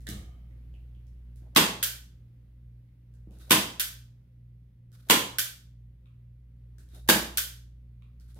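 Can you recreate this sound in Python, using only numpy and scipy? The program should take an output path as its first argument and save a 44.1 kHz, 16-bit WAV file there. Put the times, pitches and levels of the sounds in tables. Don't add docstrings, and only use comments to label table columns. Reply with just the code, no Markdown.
import sys
import numpy as np
from scipy import signal
from scipy.fft import rfft, irfft, next_fast_len
from scipy.io import wavfile
from scipy.ndimage import uniform_filter1d, map_coordinates

SR = 44100
rng = np.random.default_rng(int(sys.argv[2]) if len(sys.argv) > 2 else 0)


def natural_amplitude(level_db):
    exponent = np.asarray(level_db, float) / 20
    return 10 ** exponent


def store_pcm(level_fs):
    pcm = np.round(np.clip(level_fs, -1, 1) * 32767).astype(np.int16)
    wavfile.write(sys.argv[1], SR, np.atleast_2d(pcm).T)


N = 369999
CREST_S = .006

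# start_s, peak_db, bar_thud_db, treble_db, low_mode_share_db
STAPLES = [
    (1.5623, -4, -13.5, -20, 1),
    (3.5086, -4.5, -14.5, -13, 3.5),
    (5.0995, -4.5, -17, -16, 1.5),
    (7.0894, -5, -12, -13, -4),
]
# centre_hz, width_hz, lift_db
NOSE_SPOTS = [
    [(1130, 110, 3), (3220, 150, 1.5), (4686, 380, 3)],
    [(1010, 65, 3), (1500, 87, 4), (3355, 1100, 3.5)],
    [(1036, 110, 6.5), (3302, 270, 2), (5295, 110, -7)],
    [(1620, 310, 9), (3670, 150, 6), (4744, 250, 5.5), (12000, 3500, 3)],
]
# freq_hz, density_db
SLAM_COLOUR = [(59, -44), (100, -17), (251, 7), (410, -9), (437, -9), (729, -17), (1030, -10), (1220, -13),
               (3250, -9.5), (5210, -14.5), (13300, -11), (15500, -13), (16500, -39.5)]
# centre_hz, width_hz, lift_db
CATCH_RING = (1600, 610, 6)
# centre_hz, width_hz, level_db
BAR_MODES = [(166, 9.7, -5.5), (196, 35, -0.5), (317.6, 28, -2.5), (439.5, 20, -13), (510, 13, -15),
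             (650, 19, -10), (870, 74, -12)]

# start_s, peak_db, treble_db
LEVER_RETURNS = [
    (1.8278, -15.5, -5),
    (3.7969, -17, -5),
    (5.3849, -15.5, -5),
    (7.373, -15.5, -4.5),
]
# freq_hz, density_db
CLACK_COLOUR = [(180, -49.5), (300, -37), (513, -16), (907, -25), (1550, -1), (2210, -7.5), (3240, -2.5),
                (4030, -4), (9980, -5), (11600, -1), (15400, -2.5), (16500, -21.5)]
# centre_hz, width_hz, lift_db
STOP_RINGS = [(1526, 41, 6), (2343, 24, 7.5), (3145, 90, 6.5), (3486, 95, 6), (4720, 79, 4), (8805, 170, 2),
              (8960, 240, 4), (11550, 740, 3)]

# start_s, length_s, creak_db, squeak_over_creak_db, sag_db_per_s
LEVER_SLIPS = [(1.36, 0.17, -77.5, -15, 61), (3.31, .075, -73, -9, -59), (3.393, .105, -64, -5, 11),
               (4.926, .135, -64, -14, 60), (5.059, .028, -70, -15, 5), (6.79, 0.096, -67.5, -14, 150),
               (6.895, .058, -70.5, -1, -39), (6.944, .125, -62.5, 2, 129), (8.199, .07, -72, -13, 42),
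               (8.278, .065, -68, -11, 89), (8.353, .05, -66.5, -14, 26.5)]
# freq_hz, density_db
CREAK_COLOUR = [(710, -34), (1200, -6.5), (1480, -4), (2000, -10.5), (2790, -12.5), (3750, -7.5),
                (4500, -9.5), (7500, -15), (11000, -10.5), (15100, -15), (16500, -30)]
# centre_hz, width_hz
LEVER_MODE = (1520, 60)
# centre_hz, width_hz
PIVOT_SQUEAK = (3780, 300)
# start_s, length_s, level_db
NOSE_RUBS = [
    (1.42, .06, -66),
    (1.522, .03, -71.5),
    (3.284, .18, -68),
    (3.467, .035, -61.5),
    (4.93, 0.093, -79.5),
    (5.064, .04, -57.5),
    (6.932, 0.055, -61),
    (7.056, .035, -62),
    (8.359, .04, -58),
]

# start_s, peak_db, ring_hz, treble_db
FLOOR_KNOCKS = [
    (.006, -63.5, 1970, 5.5),
    (0.068, -33, 1750, -13),
    (.070, -34.5, 3750, -5),
    (0.0888, -40.5, 3670, 8),
]
# start_s, peak_db, ring_hz
DULL_TAPS = [
    (.509, -61.5, 2000),
    (.740, -55.5, 2740),
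    (.741, -64, 700),
    (.949, -61, 2970),
    (1.42, -69, 1500),
    (2.889, -71, 2050),
    (3.272, -70, 1140),
]
# start_s, peak_db, ring_hz
SLACK_CLICKS = [(1.069, -68, 5500), (1.359, -61, 10900), (3.139, -66, 1548), (3.309, -63.5, 2720),
                (3.387, -58.5, 9480), (4.918, -62.5, 1500), (4.927, -64, 4917), (6.783, -57, 1607),
                (6.785, -59, 8805), (6.889, -62, 3740), (6.948, -52, 10520), (8.199, -62.5, 4740),
                (8.289, -71.5, 3500), (8.345, -60, 9000)]
# start_s, peak_db
NOSE_LANDINGS = [
    (6.0576, -60.5),
    (8.022, -58.5),
]
# ring_hz, level_db
NOSE_RINGS = [(1200, -2), (2510, -1), (3500, -5)]
# ring_hz, level_db, t60_s
HOUSING_RINGS = [(700, -1.5, 1), (1220, -0.5, 0.86), (2200, 0, 0.66), (2930, 6.5, 0.38), (3100, -6, 0.96),
                 (3850, 0, 0.39)]
# start_s, level_db
FRAME_THUMPS = [
    (.0875, -38.5),
    (0.802, -87.5),
    (1.42, -59),
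    (3.272, -49),
    (3.31, -57),
    (3.36, -59),
    (6.935, -58),
    (8.36, -60),
]

# freq_hz, t60_s
ROOM_DECAY = [(150, 0.44), (400, .52), (900, .55), (1550, 0.45), (2200, 0.46), (3300, 0.47), (6000, 0.47),
              (10000, 0.39), (15000, 0.36)]
# delay_s, level_db
NEAR_ECHOES = [(.0022, -5.5), (.0088, 2), (0.0122, -2), (.018, -1)]
# delay_s, level_db
FAR_ECHOES = [(.0085, -2.5), (.018, -5.5), (.045, -12.5), (.07, -4.5), (.135, -16)]
# freq_hz, likeness_0_to_1
PORT_LIKENESS = [(60, .96), (150, .975), (350, .965), (500, .75), (750, .25), (1200, .0), (12000, .0)]

# time_s, shaft_tone_peak_db
COMPRESSOR_LOAD = [(0, -41.5), (1.4, -44.5), (2.2, -49.5), (2.9, -52.5), (3.4, -49), (4.5, -56),
                   (5.6, -52.5), (6.4, -51), (7.1, -42), (7.7, -47), (8.39, -46)]
SHAFT_ORDERS = [-59.5, -68, -74.5]
# freq_hz, density_db
AIR_COLOUR = [(20, -12.5), (40, -0.5), (90, 0.5), (150, -7.5), (220, -10), (340, -19.5), (630, -32),
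              (1100, -36.5), (2100, -35.5), (3500, -40), (7500, -50), (12000, -44), (16000, -47)]
# centre_hz, width_hz, lift_db
CASE_NOTE = (160, 12, 7)
# start_s, level_db
FLOOR_SHUDDERS = [
    (.07, -54),
    (1.561, -72),
    (3.51, -62),
    (5.098, -65.5),
    (7.09, -61.5),
]


def staples():
    out = np.zeros((2, N))
    for (s, db, thud_db, treble_db, low_db), spot in zip(STAPLES, NOSE_SPOTS):
        tick = causal(lambda hz: along(CLACK_COLOUR, hz) + lifts([CATCH_RING], hz))
        catch = workshop(lambda: burst(.0002, .003, spiky_db=3), NEAR_ECHOES, direct_db=4, wet_db=9,
                         build=.005, lasting=.6, size=SR // 4)
        add(out, s - .0125, natural_amplitude(db - 23) * tick, catch)

        ripple = uneven(depth_db=1.1, spacing_hz=170.14)
        low_cut = lambda hz: -10 * np.log10(1 + (480 / (hz + 1)) ** 6)
        modes = lambda hz: ripple(hz) + along(SLAM_COLOUR, hz) + lifts(spot, hz)
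        steel = causal(lambda hz: modes(hz) + shelf(hz, 7800, treble_db + 8) + low_cut(hz))
        slam = workshop(lambda: burst(.0011, .003, spiky_db=1), NEAR_ECHOES, direct_db=4, wet_db=10,
                        build=.007, lasting=.95)
        add(out, s, natural_amplitude(db + 10.5) * steel, slam)

        wood = causal(lambda hz: frame(hz) + low_db / (1 + (hz / 260) ** 6), size=8192)
        boom = workshop(push, FAR_ECHOES, direct_db=0, wet_db=0, build=.022, lasting=1)
        add(out, s + .0015, natural_amplitude(db + thud_db + 21) * wood, boom)
    return out


def lever():
    out = np.zeros((2, N))
    for s, db, treble_db in LEVER_RETURNS:
        ripple = uneven(depth_db=.1, spacing_hz=199)
        modes = lambda hz: ripple(hz) + along(CLACK_COLOUR, hz) + lifts(STOP_RINGS, hz)
        steel = causal(lambda hz: modes(hz) + shelf(hz, 7000, treble_db + 5))
        clack = workshop(lambda: burst(.00025, .00088, spiky_db=.5), NEAR_ECHOES, direct_db=2, wet_db=10.5,
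                         build=.0018, lasting=.88)
        add(out, s, natural_amplitude(db + 12) * steel, clack)
    return out


def squeeze():
    let_go_db_per_s = 501
    slip = lambda s, length, db, sag: swell(s, length, db, .006, sag, let_go_db_per_s)
    creak_gain = sum(slip(s, length, db, sag) for s, length, db, _, sag in LEVER_SLIPS)
    squeak_gain = sum(slip(s, length, db + over_db, sag) for s, length, db, over_db, sag in LEVER_SLIPS)
    rub_gain = sum(swell(*row, .013, 24.5, let_go_db_per_s) for row in NOSE_RUBS)

    slips = natural_amplitude(2.2 * wobble(110) + .6 * wobble(25))
    creak_colour = lambda hz: natural_amplitude(along(CREAK_COLOUR, hz) + lifts([(*LEVER_MODE, 4)], hz))
    creak = filtered(rng.standard_normal((2, N)), creak_colour)
    squeak = narrow(*PIVOT_SQUEAK)
    rub_colour = lambda hz: (hz / 400) ** 3 / (1 + (hz / 400) ** 3) / (1 + (hz / 750) ** 5)
    rub = filtered(ports(rng.standard_normal((2, N))), rub_colour)

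    out = creak_gain * unit(slips * creak)
    out = out + rub_gain * unit(rub * natural_amplitude(1.6 * wobble(22)))
    return out + squeak_gain * natural_amplitude(-4.5) * unit(slips * squeak)


def handling():
    out = np.zeros((2, N))
    for s, db, ring_hz, thud_db, treble_db in contacts():
        ring = lambda hz: 1 / (1 + ((hz - ring_hz ** 2 / (hz + 1)) / (.22 * ring_hz)) ** 4)
        thud_band = lambda hz: (hz / 180) ** 4 / (1 + (hz / 180) ** 4) / (1 + (hz / 400) ** 6)
        fizz_band = lambda hz: 1 / (1 + (3500 / (hz + 1)) ** 4) / (1 + (hz / 12500) ** 6)
        thud = lambda hz: natural_amplitude(thud_db + 10.5) ** 2 * thud_band(hz)
        fizz = lambda hz: natural_amplitude(treble_db - 9) ** 2 * fizz_band(hz)
        power = lambda hz: ring(hz) * 2000 / ring_hz + thud(hz) + fizz(hz)
        loudness = np.sqrt(np.mean(power(np.arange(SR // 2))))
        colour = loudness * causal(lambda hz: 10 * np.log10(power(hz) + 1e-9))
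        tick = workshop(lambda: burst(.0001, .0016, spiky_db=1), NEAR_ECHOES, direct_db=10, wet_db=13.5,
                        build=.008, lasting=.95, size=SR // 3)
        add(out, s, natural_amplitude(db + 19) * colour, tick)
    return out


def contacts():
    rows = [(s, db, hz, -16, treble_db) for s, db, hz, treble_db in FLOOR_KNOCKS]
    rows += [(*row, -11.5, -17) for row in DULL_TAPS]
    rows += [(*row, -8, 0) for row in SLACK_CLICKS]
    for s, db in NOSE_LANDINGS:
        rows += [(s, db + part_db, hz, -25, -19) for hz, part_db in NOSE_RINGS]
    return rows


def housing():
    t = np.arange(SR) / SR
    out = np.zeros((2, N))
    ring = sum(natural_amplitude(db - 60 * t / t60) * narrow(hz, width_hz=170, size=SR) for hz, db, t60 in HOUSING_RINGS)
    out[:, round(.07 * SR):][:, :SR] = natural_amplitude(-56) * ring * (1 - np.exp(-t / .027))
    return out


def thumps():
    out = np.zeros((2, N))
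    soft = causal(lambda hz: frame(hz) - 10 * np.log10(1 + (hz / 430) ** 8), size=8192)
    for s, db in FRAME_THUMPS:
        boom = workshop(push, [], direct_db=5.6, wet_db=5.5, build=.027, lasting=.8, size=SR // 3)
        add(out, s, natural_amplitude(db + 20.5) * soft, boom)
    return out


def background():
    load_db = np.interp(np.arange(N) / SR, *np.transpose(COMPRESSOR_LOAD))
    t = np.arange(N) / SR
    hum = motors(load_db, t)
    whine = natural_amplitude(-100) * np.sin(2 * np.pi * 2062 * t) + natural_amplitude(-99) * np.sin(2 * np.pi * 1943 * t)
    level = natural_amplitude(-68 + .35 * (load_db + 47.5) - .5 * (t - 3) + .45 * wobble(5))
    level = level + sum(swell(s, .12, db, .025, 20, end_db_per_s=110.5) for s, db in FLOOR_SHUDDERS)
    duct = natural_amplitude(-16.5) * narrow(525, width_hz=23)
    return np.array([np.roll(hum, -5), hum]) + whine + level * (duct + natural_amplitude(8.5) * room_air())


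def motors(load_db, t):
    shaft_hz, neighbour_hz, buzz_hz = 58.86, 57.29, 120
    turn = 2 * np.pi * shaft_hz * t + .091 * wobble(16)
    hum = natural_amplitude(load_db + .99 * wobble(3.1)) * np.sin(turn)
    neighbour_turns = shaft_hz * t + (neighbour_hz - shaft_hz) * (t - .1)
    buzz_turns = 2 * shaft_hz * t + (buzz_hz - 2 * shaft_hz) * (t - .052)
    hum += natural_amplitude(-60.5) * np.sin(2 * np.pi * neighbour_turns)
    for order, db in enumerate(SHAFT_ORDERS, 2):
        hum += natural_amplitude(db + 1.2 * wobble(2.2)) * np.sin(order * turn + 1.1)
    hum += natural_amplitude(-51.4 + .36 * wobble(9.1)) * np.sin(2 * np.pi * buzz_turns + .56)
    return hum


def room_air():
    z = signal.stft(rng.standard_normal((2, N)), nperseg=512)[2]
    patches = uniform_filter1d(rng.standard_normal(z.shape[1:]), size=6, axis=0)
    patches = uniform_filter1d(patches, size=14, axis=1)
    pair = signal.istft(z * natural_amplitude(.5 * unit(patches)), nperseg=512)[1][:, :N]
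    return unit(filtered(ports(pair), lambda hz: natural_amplitude(along(AIR_COLOUR, hz) + lifts([CASE_NOTE], hz))))


def workshop(contact, echoes, direct_db, wet_db, build, lasting, size=SR * 3 // 5):
    hz, t, z = signal.stft(rng.standard_normal((2, size)), SR, nperseg=256)
    fade_db = -60 * t / (lasting * along(ROOM_DECAY, hz)[:, None]) - 18 * t ** 2
    tail = signal.istft(z * natural_amplitude(fade_db), SR, nperseg=256)[1]
    age = np.clip(np.arange(tail.shape[1]) / SR - .005, 0, 1)
    tail = ports(tail * (1 - np.exp(-(age / build) ** 2)))
    answer = natural_amplitude(wet_db) * tail / np.linalg.norm(tail[0])
    for late, db in [(.00029, direct_db)] + list(echoes):
        copy = contact()
        answer[:, round(late * SR):][:, :copy.shape[1]] += natural_amplitude(db) * copy
    return answer


def burst(rise, fall, spiky_db):
    t = np.arange(SR // 50) / SR
    shape = np.exp(-np.abs(t - CREST_S) / np.where(t < CREST_S, rise, fall))
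    x = rng.standard_normal((2, len(t))) * natural_amplitude(spiky_db * rng.standard_normal(len(t))) * shape
    x = x / np.linalg.norm(x, axis=1)[:, None]
    x[[0, 1], round(CREST_S * SR) + rng.integers(-5, 6, 2)] += .5
    return x / np.linalg.norm(x, axis=1)[:, None]


def push():
    return np.tile(np.arange(SR // 50) == round(CREST_S * SR), (2, 1))


def add(track, s, colour, answer):
    sound = signal.fftconvolve(answer, colour[None], axes=1)
    start = max(round((s - CREST_S) * SR), 0)
    track[:, start:start + sound.shape[1]] += sound[:, :track.shape[1] - start]


def frame(hz):
    ring = 0
    for centre, width, db in BAR_MODES:
        damping = (hz * width) ** 2
        ring = ring + natural_amplitude(db) ** 2 * damping / ((centre * centre - hz * hz) ** 2 + damping)
    return 10 * np.log10(ring + 1e-12)


def uneven(depth_db, spacing_hz):
    knots = rng.standard_normal(200)
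    return lambda hz: depth_db * map_coordinates(knots, [np.clip(hz / spacing_hz, 0, 199)])


def lifts(peaks, hz):
    return sum(db / (1 + (2 * (hz - c) / w) ** 2) for c, w, db in peaks)


def shelf(hz, corner_hz, db):
    return db * hz ** 2 / (hz ** 2 + corner_hz ** 2)


def swell(start, length, db, rise, sag_db_per_s, end_db_per_s):
    gain = np.zeros(N + SR)
    age = np.arange(SR * 3 // 4) / SR
    level_db = db - sag_db_per_s * age - end_db_per_s * np.clip(age - length, 0, 2)
    gain[round(start * SR):][:len(age)] = natural_amplitude(level_db) * (1 - np.exp(-age / rise))
    return gain[:N]


def wobble(rate):
    knots = rng.standard_normal(int(N * rate / SR) + 4)
    coarse = map_coordinates(knots, [np.arange(0, N + 32, 32) * rate / SR])
    return np.interp(np.arange(N) / 32, np.arange(len(coarse)), coarse)


def narrow(centre_hz, width_hz, size=N):
    band = lambda hz: 1 / (1 + (2 * (hz - centre_hz) / width_hz) ** 2)
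    return unit(filtered(rng.standard_normal((2, size)), band))


def ports(pair):
    turn = lambda hz: np.arccos(np.clip(along(PORT_LIKENESS, hz), -1, 1)) / 2
    mid, side = filtered(pair, lambda hz: np.array([np.cos(turn(hz)), np.sin(turn(hz))]))
    return np.array([mid + side, mid - side])


def causal(db_of_hz, size=2048):
    cepstrum = irfft(np.log(natural_amplitude(db_of_hz(np.fft.rfftfreq(size, 1 / SR))) + 1e-6), size)
    cepstrum[1:size // 2] *= 2
    cepstrum[size // 2 + 1:] = 0
    pulse = irfft(np.exp(rfft(cepstrum)), size)
    return pulse / np.linalg.norm(pulse)


def filtered(x, response, size=8192):
    m = next_fast_len(x.shape[-1] + size)
    return irfft(rfft(x, m) * response(np.fft.rfftfreq(m, 1 / SR)), m)[..., :x.shape[-1]]


def along(points, hz):
    f, v = np.transpose(points)
    return np.interp(np.log(hz + 1), np.log(f + 1), v)


def unit(x):
    return x / np.sqrt(np.mean(x ** 2) + 1e-20)


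def scene():
    gun = staples() + lever() + squeeze() + handling() + housing() + thumps()
    return gun * natural_amplitude([[-.7], [.7]]) + background() * natural_amplitude([[-.3], [.3]])


def top_cut(x):
    return signal.sosfilt(signal.butter(12, 16810, fs=SR, output="sos"), x)


def record(dry):
    x = filtered(dry, lambda hz: 1 / (1 + (hz / 16100) ** 60) / (1 + (24 / (hz + 1)) ** 4))
    x = x / (1 + np.abs(x / .93) ** 6) ** (1 / 6)
    return top_cut(x)


dry = scene()
out = record(dry)
store_pcm(out)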